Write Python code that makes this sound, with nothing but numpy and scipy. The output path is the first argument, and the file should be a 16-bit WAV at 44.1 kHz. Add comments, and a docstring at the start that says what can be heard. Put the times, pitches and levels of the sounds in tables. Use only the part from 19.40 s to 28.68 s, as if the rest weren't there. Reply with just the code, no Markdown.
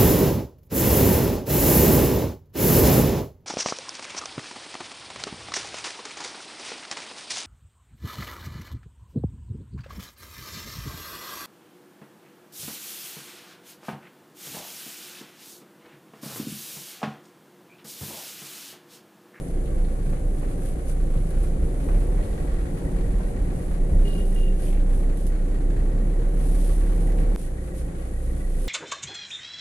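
"""Inside a small car

The car creeps along a quiet street and speeds up twice; the sound cuts off with a click and resumes at idle.
The four-cylinder engine forces the cabin air and panels to boom and drone; it also clatters and chirps.
Tyres rumble through the body and thud over bumps. Close by are soft rubbing swishes, rasps and hums,
and loose trim knocks, ticks and rattles. A far horn toots twice and echoes off the house fronts."""
import sys
import numpy as np
from scipy import signal
from scipy.fft import rfft, irfft
from scipy.io import wavfile
from scipy.ndimage import uniform_filter1d

SR = 44100
rng = np.random.default_rng(int(sys.argv[2]) if len(sys.argv) > 2 else 0)


def wav_record(signal):
    """Record a signal, one row per channel, as 16-bit PCM in the file named by sys.argv[1]."""
    frames = np.transpose(np.atleast_2d(signal))
    bounded = np.clip(frames, -1, 1)
    # unit amplitude maps onto the largest positive 16-bit level
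    quanta = np.round(bounded * 32767).astype(np.int16)
    wavfile.write(sys.argv[1], SR, quanta)


N = 409248
TIME = np.arange(N) / SR
FREQ = np.maximum(np.fft.rfftfreq(N, 1 / SR), 1)
IDLE_HZ = 29.0  # firing rate at idle
BREAK_S = 7.961  # the sound cuts off with a click and resumes with the engine idling

# resonances of the cabin and its panels: centre_hz, width_hz, gain_db
CABIN = [(51.5, 7.4, -4.5), (101.8, 17.5, -0.5), (149.9, 27.3, 0.5), (166.5, 32, 0), (186.4, 11.5, -9.5),
         (275, 41.6, -2.5), (348, 29.5, -5), (457, 16, -8), (523.4, 13, -7), (568.2, 7.7, -8),
         (683, 47, -17), (727.6, 28, -13.5), (774, 5.2, -12)]


def undb(db):
    """Decibels to amplitude ratio."""
    return 10 ** (np.asarray(db) / 20)


def unit(x):
    """Normalise to rms 1."""
    return x / np.sqrt(np.mean(x ** 2))


def curves(rows):
    """Interpolate each column of a time table linearly, one value a sample."""
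    times, *columns = np.transpose(rows)
    return [np.interp(TIME, times, column) for column in columns]


def across(points):
    """Interpolate (frequency_hz, value) points on a log-frequency axis."""
    hz, value = np.transpose(points)
    return np.interp(np.log(FREQ), np.log(hz), value)


def colour(x, points):
    """Filter by a spectral envelope (frequency_hz, gain_db) that rolls off beyond its ends."""
    ends = 1 / (1 + (points[0][0] / FREQ) ** 4) / (1 + (FREQ / points[-1][0]) ** 8)
    return irfft(rfft(x) * undb(across(points)) * ends, N)


def ring(x, modes):
    """Modal superposition: drive parallel damped resonators (centre_hz, width_hz, gain_db)."""
    response = sum(undb(db) / (1 + 1j * (FREQ - hz ** 2 / FREQ) / width) for hz, width, db in modes)
    return irfft(rfft(x) * response, N)


def muffle(x, hz):
    """Transmission loss of the body shell, as a steep low-pass."""
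    return signal.sosfilt(signal.butter(4, min(hz, SR / 3), fs=SR, output="sos"), x)


def walk(rate_hz):
    """Smooth random modulation with a standard deviation near 1."""
    hold = int(SR / rate_hz)
    steps = np.repeat(rng.standard_normal(N // hold + 1), hold)
    return uniform_filter1d(steps, hold)[:N] * np.sqrt(3 / 2)


def noise():
    """Stereo correlation: noise centred in the bass, wide in the middle, centred again in the top hiss."""
    # likeness of left and right: frequency_hz, correlation
    likeness = [(60, 1), (190, 1), (260, 0.8), (380, 0.62), (470, 0.96), (600, -0.12), (780, -0.63),
                (900, -0.53), (1300, 0.054), (2000, -0.058), (7500, -0.0087), (9000, 0.35), (10000, 0.83)]
    correlation = np.clip(across(likeness), -.999, .999)
    mid, side = rfft(rng.standard_normal((2, N))) * np.sqrt([1 + correlation, 1 - correlation])
    return unit(irfft(np.array([mid + side, mid - side]), N))


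def pan(x, left_db):
    """A level difference between the channels leans a sound to the left."""
    return x * undb(np.array([[left_db], [-left_db]]) / 2)


def burst(start_s, t60_s):
    """Envelope that jumps to 1 and decays exponentially."""
    return (TIME >= start_s) * np.exp(-np.log(1000) * np.minimum(np.abs(TIME - start_s) / t60_s, 2))


def swell(middle_s, length_s):
    """Gaussian envelope that peaks at 1."""
    return np.exp(-np.minimum(((TIME - middle_s) / length_s * 2) ** 2, 20))


def boom(turns, firing_hz, boom_db, body_hz=32, body_width_hz=9, firm_db=-22):
    """Forced vibration: firings shake the air near the body's resonance; off it, road shaking leads."""
    # swells as the body rocks on the uneven stretch: middle_s, level_db
    swells = [(0.17, -21.5), (0.39, -17), (0.69, -21), (1.6, -19.5), (1.75, -21), (1.99, -18), (2.1, -25),
              (2.56, -15.5), (2.7, -19.5), (2.78, -21), (3.09, -22), (3.4, -31), (3.74, -23.5),
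              (4.02, -21.5), (4.41, -18.5), (4.6, -13.5)]
    # overtones of the boom: firing_multiple, level_db
    orders = [(1.5, -4), (2, 2), (2.5, -21), (3, -1.5)]
    turns = turns + 0.0059 * walk(15)  # timing jitter
    tone_share = 1 / (1 + ((firing_hz - body_hz) / body_width_hz) ** 4)
    shaking = unit(muffle(ring(rng.standard_normal(N), [(body_hz, 12, 0)]), hz=50.5))
    # a weak boom wavers and stumbles; under a firm pull it is even
    slack = np.clip((firm_db - boom_db) / 5, 0, 1)
    tone = np.sin(2 * np.pi * (turns + 0.098 * slack * walk(16)))
    fundamental = np.sqrt(2 * tone_share) * tone + np.sqrt(1 - tone_share) * shaking
    steady = undb(boom_db + (0.23 + 2.0 * slack) * walk(8.6))
    level = np.sqrt(steady ** 2 + sum((undb(db) * swell(s, length_s=0.13)) ** 2 for s, db in swells))
    overtones = sum(np.sin(2 * np.pi * (k * turns + rng.random())) * undb(db + 3.0 * walk(11))
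                    for k, db in orders)
    # the overtones swell as they cross the lowest air resonance of the cabin
    air_mode = ring(overtones, [(56.0, 12.4, -34.5)])
    return pan(fundamental * level + air_mode, left_db=-1.2)


def drone(turns, rumble_db, wander_db=3):
    """Periodic forcing: harmonics of the four-firing cycle glide through the cabin's resonances."""
    cycle = 2 * np.pi * turns / 4
    force = 0
    for k in range(14, 116, 2):
        harmonic = np.sin(k * cycle + 2 * np.pi * rng.random())
        half_order_db = -4 if k % 4 else 0  # weaker between the multiples of the firing rate
        force = force + harmonic * undb(wander_db * walk(5) + half_order_db)
    return pan(unit(muffle(ring(force, CABIN), hz=742)), left_db=0.5) * undb(rumble_db - 6.5)


def panel(turns, order=18, hz=522, width_hz=10, level_db=-54):
    """Sympathetic resonance: one panel hums when an overtone of the firing meets its mode, at idle."""
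    force = np.sin(2 * np.pi * order * turns) * undb(2.3 * walk(6))
    return pan(ring(force, [(hz, width_hz, level_db)]), left_db=1.5)


def clatter(turns, level_db, scatter_db=4.5):
    """Impact excitation: each firing sends a puff of mechanical noise and rings the metal."""
    # spectrum of the mechanical noise: frequency_hz, gain_db
    spectrum = [(500, 8), (900, 3), (1300, 1.5), (2050, 0), (2600, -7), (3300, -10), (4300, -10.5),
                (5500, -18), (8000, -8.5)]
    # modes of the engine parts: centre_hz, width_hz, gain_db
    metal_modes = [(1140, 19, 8), (1593, 280, -1.5), (2175, 190, -8.5)]
    firing, fraction = turns.astype(int), turns % 1
    strength = undb(scatter_db * (2 * rng.random(firing.max() + 1) - 0.5))[firing]
    puffs = unit(colour(noise() * (1 + strength * np.exp(-fraction / 0.99)), spectrum))
    metal = unit(ring(noise() * strength * np.exp(-fraction), metal_modes))
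    return pan((puffs * undb(5) + metal * undb(-1.5)) * undb(level_db), left_db=1.5)


def road(rumble_db, grain_db=1.0):
    """Structure-borne noise: tyres on uneven asphalt ring the cabin and rock the body."""
    # spectrum of the rolling tyres: frequency_hz, gain_db
    tyres = [(65, 1.5), (110, 3), (180, -3), (230, -5.5), (300, -5.5), (430, -11.5), (500, -6.5),
             (640, -38), (760, -27), (860, -34), (1100, -28)]
    # rocking of the body, less on smooth asphalt: time_s, above_rumble_db
    rocking = [(0, 3), (1.5, 6.5), (4.7, 5.5), (5.6, 3), (7.9, 4), (8.1, 1)]
    roll = unit(colour(noise() * undb(grain_db * walk(16)), tyres))
    cabin = unit(muffle(ring(noise() * undb(grain_db * walk(12)), CABIN), hz=741))
    rock = unit(muffle(ring(noise(), [(24.9, 9.0, -4.5), (49.8, 16.0, -9.0)]), hz=61.0))
    rock_db, = curves(rocking)
    rumble = pan(roll * undb(-2.0) + cabin * undb(-0.77), left_db=2.0)
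    return (rumble + pan(rock * undb(rock_db), left_db=-2)) * undb(rumble_db)


def rubbing(waver_db=1.5, grain_db=1.5, hiss_db=-59.5):
    """Sliding friction: grainy swishes add in power to a light rustle, over a steady faint hiss."""
    # faint continuous rubbing: time_s, level_db
    rustle = [(0, -59.5), (2.7, -56.5), (5.6, -60.5), (6.4, -63.5), (8.2, -60), (9.28, -54.5)]
    # soft strokes close by: middle_s, length_s, level_db
    swishes = [(1.273, 0.14, -51.5), (1.495, 0.066, -48.5), (2.836, 0.09, -71), (4.777, 0.29, -52),
               (4.958, 0.22, -53), (5.262, 0.17, -49), (5.561, 0.11, -54), (5.816, 0.1, -54.5),
               (7.09, 0.28, -49.5), (7.28, 0.34, -48), (7.577, 0.41, -54), (7.805, 0.072, -53),
               (8.022, 0.14, -51), (8.387, 0.082, -50.5), (8.858, 0.13, -57), (9.225, 0.15, -50)]
    # spectrum of the rubbing: frequency_hz, gain_db
    swish_spectrum = [(2500, 2.5), (4300, -4.5), (5500, -5), (7500, -3), (9000, 3.5), (10000, 5),
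                      (11000, 1), (12300, -4.5), (14000, -13.5), (15000, -24)]
    # spectrum of the hiss: frequency_hz, gain_db
    hiss_spectrum = [(2000, 2), (4000, -18), (5400, -10.5), (6500, 2.5), (8300, 3.5), (10000, 4.5),
                     (11200, 4), (12300, -15), (14000, -38)]
    rustle_db, = curves(rustle)
    power = undb(rustle_db + waver_db * walk(14)) ** 2
    power += sum((undb(db) * swell(s, length_s)) ** 2 for s, length_s, db in swishes)
    friction = unit(colour(noise() * undb(grain_db * walk(300)), swish_spectrum))
    hiss = unit(colour(noise(), hiss_spectrum)) * undb(hiss_db)
    return pan(friction * np.sqrt(power) + hiss, left_db=-0.9)


def rasps_and_hums(grain_db=2.0):
    """Resonant filtering: grainy noise swells and fades, a rasp in a wide band, a hum in a narrow one."""
    # brief rasps and low hums, one under the horn's toots: middle_s, length_s, centre_hz, width_hz, level_db
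    bands = [(0.035, 0.06, 10300, 300, -57), (1.495, 0.045, 6500, 3000, -61), (2.487, 0.021, 900, 650, -52),
             (2.847, 0.035, 3700, 1410, -56.5), (4.705, 0.1, 4300, 1300, -58), (4.94, 0.69, 191, 17, -36),
             (4.85, 0.69, 393.7, 16, -41.5), (6.6, 0.22, 190, 44, -35)]
    grains = noise() * undb(grain_db * walk(98))
    out = 0
    for middle_s, length_s, hz, width_hz, db in bands:
        mode = [(hz, width_hz, 0)]
        band = unit(ring(ring(grains, mode), mode))
        out = out + band * undb(db) * swell(middle_s, length_s)
    return out


def rattles(width_hz=1100):
    """Damped resonance: loose plastic chatters for an instant in one broad band."""
    # rattles and creaks of the plastic: start_s, level_db, centre_hz, t60_s
    contacts = [(0.259, -54, 3200, .12), (0.444, -57, 3900, .14), (0.472, -65, 3900, .12),
                (1.03, -48, 1900, .08), (1.775, -54, 3500, 0.059), (2.55, -50, 2203, .07),
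                (2.929, -56, 3400, .09), (5.268, -50, 2500, .05), (5.282, -46, 2496, 0.055),
                (5.303, -50, 2600, .05), (5.328, -45, 2500, .04), (5.348, -47, 2450, .05),
                (5.372, -50, 2400, .1), (7.785, -48, 2500, 0.068)]
    chatter = noise()
    out = 0
    for start_s, db, hz, t60_s in contacts:
        edges_hz = [hz - width_hz / 2, hz + width_hz / 2]
        band = signal.sosfilt(signal.butter(2, edges_hz, "band", fs=SR, output="sos"), chatter)
        out = out + unit(band) * undb(db) * burst(start_s, t60_s)
    return out


def trim(knock_attack_s=0.0076):
    """Impact noise: loose trim ticks brightly, or knocks dully where padding softens the contact."""
    # padded knocks: start_s, relative_level_db
    knocks = [(0.33, -57), (0.726, -47), (1.023, -47), (1.095, -62), (1.753, -48), (2.486, -41.5),
              (2.542, -48), (2.787, -49), (3.796, -48)]
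    # light ticks and scuffs: start_s, relative_level_db, t60_s
    ticks = [(1.4814, -59, 0.15), (1.9046, -54, 0.051), (2.8364, -60, 0.14), (4.681, -55, 0.073),
             (5.2494, -58, 0.11), (5.771, -56, 0.096), (5.8665, -50, 0.12)]
    knock_envelope = sum(undb(db) * burst(s, t60_s=0.18) for s, db in knocks)
    knock_envelope = uniform_filter1d(knock_envelope, int(knock_attack_s * SR) + 1)
    tick_envelope = sum(undb(db) * burst(s, t60_s) for s, db, t60_s in ticks)
    dull = unit(colour(noise(), [(500, 27.7), (1400, 0.5), (2400, 2.4)]))
    bright = unit(colour(noise(), [(3000, 4), (5000, -2), (7000, -2), (10500, 6.5), (14500, -10)]))
    return undb(11) * dull * knock_envelope + undb(7.0) * bright * tick_envelope


def bumps(push_s=0.0067, shudder_t60_s=0.43):
    """Impulse response: a wheel meets a bump, whose push rings the body while the panels shudder."""
    # bumps in the road: time_s, push_db, shudder_db
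    jolts = [(0.681, -14, -25.5), (1.759, -13, -22.5), (1.85, -23, -30.5), (1.959, -19, -38),
             (2.226, -13.5, -32), (2.545, -27, -25.5), (2.679, -12, -41), (2.755, -11, -29),
             (3.081, -15, -29), (3.44, -39, -31), (3.729, -14.5, -24.5), (4.525, -5.5, -23),
             (4.62, -20, -36)]
    push = sum(undb(db) * np.exp(-((TIME - s) / push_s * 2) ** 2) for s, db, _ in jolts)
    shudder = sum(undb(db) * burst(s, shudder_t60_s) for s, _, db in jolts)
    thuds = ring(push, [(31.0, 13, 2.9), (55.0, 11.0, 3.9)])
    return thuds + muffle(unit(ring(noise(), CABIN)) * shudder, hz=217)


def chirps(turns, pitch_hz=1920, waver_hz=18, scatter_db=2.0, left_phase_rad=1.7):
    """Amplitude modulation: a dry part chirps in pulses, mostly twice in each engine cycle."""
    # strength at each of the four firings of a cycle: gain_db
    pattern_db = [1, 1.5, -7, -12]
    # the chirp sets in as the engine first speeds up: time_s, level_db
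    chirping = [(2.0, -64), (2.9, -49), (3.5, -50), (4.3, -53), (5.8, -54), (7.6, -50.5), (8.1, -53),
                (8.7, -52), (9.1, -48.5)]
    firing = turns.astype(int)
    strength_db = np.array(pattern_db)[firing % len(pattern_db)]
    strength_db = strength_db + scatter_db * rng.standard_normal(firing.max() + 1)[firing]
    phase = 2 * np.pi * np.cumsum(pitch_hz + waver_hz * walk(120)) / SR
    tone = np.sin(phase + np.array([[left_phase_rad], [0]]))
    pulses = np.exp(-((turns % 1 - .5) / 0.24) ** 2)  # midway between firings
    level_db, = curves(chirping)
    return tone * pulses * undb(level_db + strength_db)


def horn(attack_s=0.018, release_s=0.03, sag_hz_per_s=26, fade_db_per_s=14, left_phase_rad=1.8):
    """Harmonic source with reflections: a far horn starts hard, sags and echoes off the house fronts."""
    # two toots: start_s, length_s, pitch_hz, level_db
    toots = [(4.645, 0.172, 408.5, -46.8), (4.95, 0.15, 405, -48.7)]
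    # partials that reach the cabin: pitch_multiple, gain_db
    partials = [(1, 5.5), (6, -15), (7, 0), (8, -12.5), (9, -14.5), (10, -20)]
    flutter_hz, flutter_depth, rasp_depth, echo_db = 40, 0.6, 0.25, -8
    stereo_phase = np.array([[left_phase_rad], [0]])
    direct = 0
    for start_s, length_s, pitch_hz, db in toots:
        age = np.clip(TIME - start_s, 0, length_s + release_s)
        gate = np.interp(age, [0, attack_s, length_s, length_s + release_s], [0, 1, 1, 0])
        phase = 2 * np.pi * np.cumsum(pitch_hz - sag_hz_per_s * age + 3.2 * walk(210)) / SR
        tone = sum(np.sin(k * phase + stereo_phase) * undb(gain_db) for k, gain_db in partials)
        flutter = 1 - flutter_depth * np.cos(2 * np.pi * flutter_hz * age + walk(27))
        roughness = 1 + rasp_depth * walk(500)
        accent_db = 5 * burst(start_s, t60_s=0.17)
        direct = direct + tone * flutter * roughness * gate * undb(db + accent_db - fade_db_per_s * age)
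    reflections = unit(rng.standard_normal((2, N)) * burst(0, t60_s=0.8))
    echo = irfft(rfft(direct) * rfft(reflections), N) / np.sqrt(N)
    return pan(direct + undb(echo_db) * echo, left_db=2.5)


def interrupt(x):
    """Broadband transient: the sound cuts off for a moment with one sharp click."""
    # spectrum of the click: frequency_hz, gain_db
    spectrum = [(300, 6), (1000, -2), (3000, -15), (7000, -20), (15000, -21)]
    impulse = 1. * (np.arange(N) == int(BREAK_S * SR))
    gap = np.interp(TIME - BREAK_S, [-.001, 0, .007, .02], [0, 1, .75, 0])
    return x * (1 - gap) + colour(impulse, spectrum)


def scene():
    """Superposition of the engine, the road, the small sounds of the cabin and the horn."""
    # engine speed: time_s, firing_hz
    speed = [(0.0, 29.34), (0.66, 28.51), (1.53, 28.74), (1.99, 30.12), (2.3, 34.63), (2.59, 33.78),
             (3.12, 44.07), (3.59, 41.54), (3.96, 37.76), (4.15, 33.55), (4.56, 31.76), (5.05, 28.88),
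             (7.68, 35.53), (7.95, 34.73), (7.97, 28.84)]
    # how hard the car runs: time_s, boom_db, rumble_db
    running = [(0, -27.5, -36.5), (1.3, -25.5, -35.5), (1.85, -27, -35), (2.75, -28.5, -33.5),
               (3.3, -26.5, -33.5), (4.25, -28.5, -34), (4.7, -29, -34.5), (4.83, -18.5, -34),
               (5.12, -17.5, -37), (5.25, -23.5, -34.5), (5.33, -17.5, -34), (6.1, -21.5, -35.5),
               (6.45, -19, -34), (6.8, -20.5, -34.5), (7.1, -18.5, -34), (7.75, -18, -32.5),
               (7.95, -19, -32.5), (7.98, -29, -39), (8.65, -32, -38), (9.15, -24, -38.5), (9.28, -24, -37)]
    firing_hz, = curves(speed)
    boom_db, rumble_db = curves(running)
    idle_cycle_s = 7.894  # start of the idle cycle under way when the sound resumes
    # phase of the firing: one turn for each firing
    turns = np.where(TIME < BREAK_S, np.cumsum(firing_hz) / SR, (TIME - idle_cycle_s) * IDLE_HZ)
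    # the clatter grows with engine speed and with the rumble of the load
    clatter_db = -57 + 2 * np.log2(firing_hz / IDLE_HZ) + 0.5 * (rumble_db - rumble_db.mean())
    engine = boom(turns, firing_hz, boom_db) + drone(turns, rumble_db) + panel(turns)
    engine += clatter(turns, clatter_db) + chirps(turns)
    car = engine + road(rumble_db) + bumps() + trim() + rattles()
    return interrupt(car + rasps_and_hums() + rubbing() + horn())


def record(dry, bottom_hz=14, top_hz=14800):
    """Band limiting: the microphone loses the deepest bass and the very top."""
    dry = signal.sosfilt(signal.butter(2, bottom_hz, "high", fs=SR, output="sos"), dry)
    return signal.sosfilt(signal.ellip(8, .2, 70, top_hz, fs=SR, output="sos"), dry)


dry = scene()
out = record(dry)
wav_record(out)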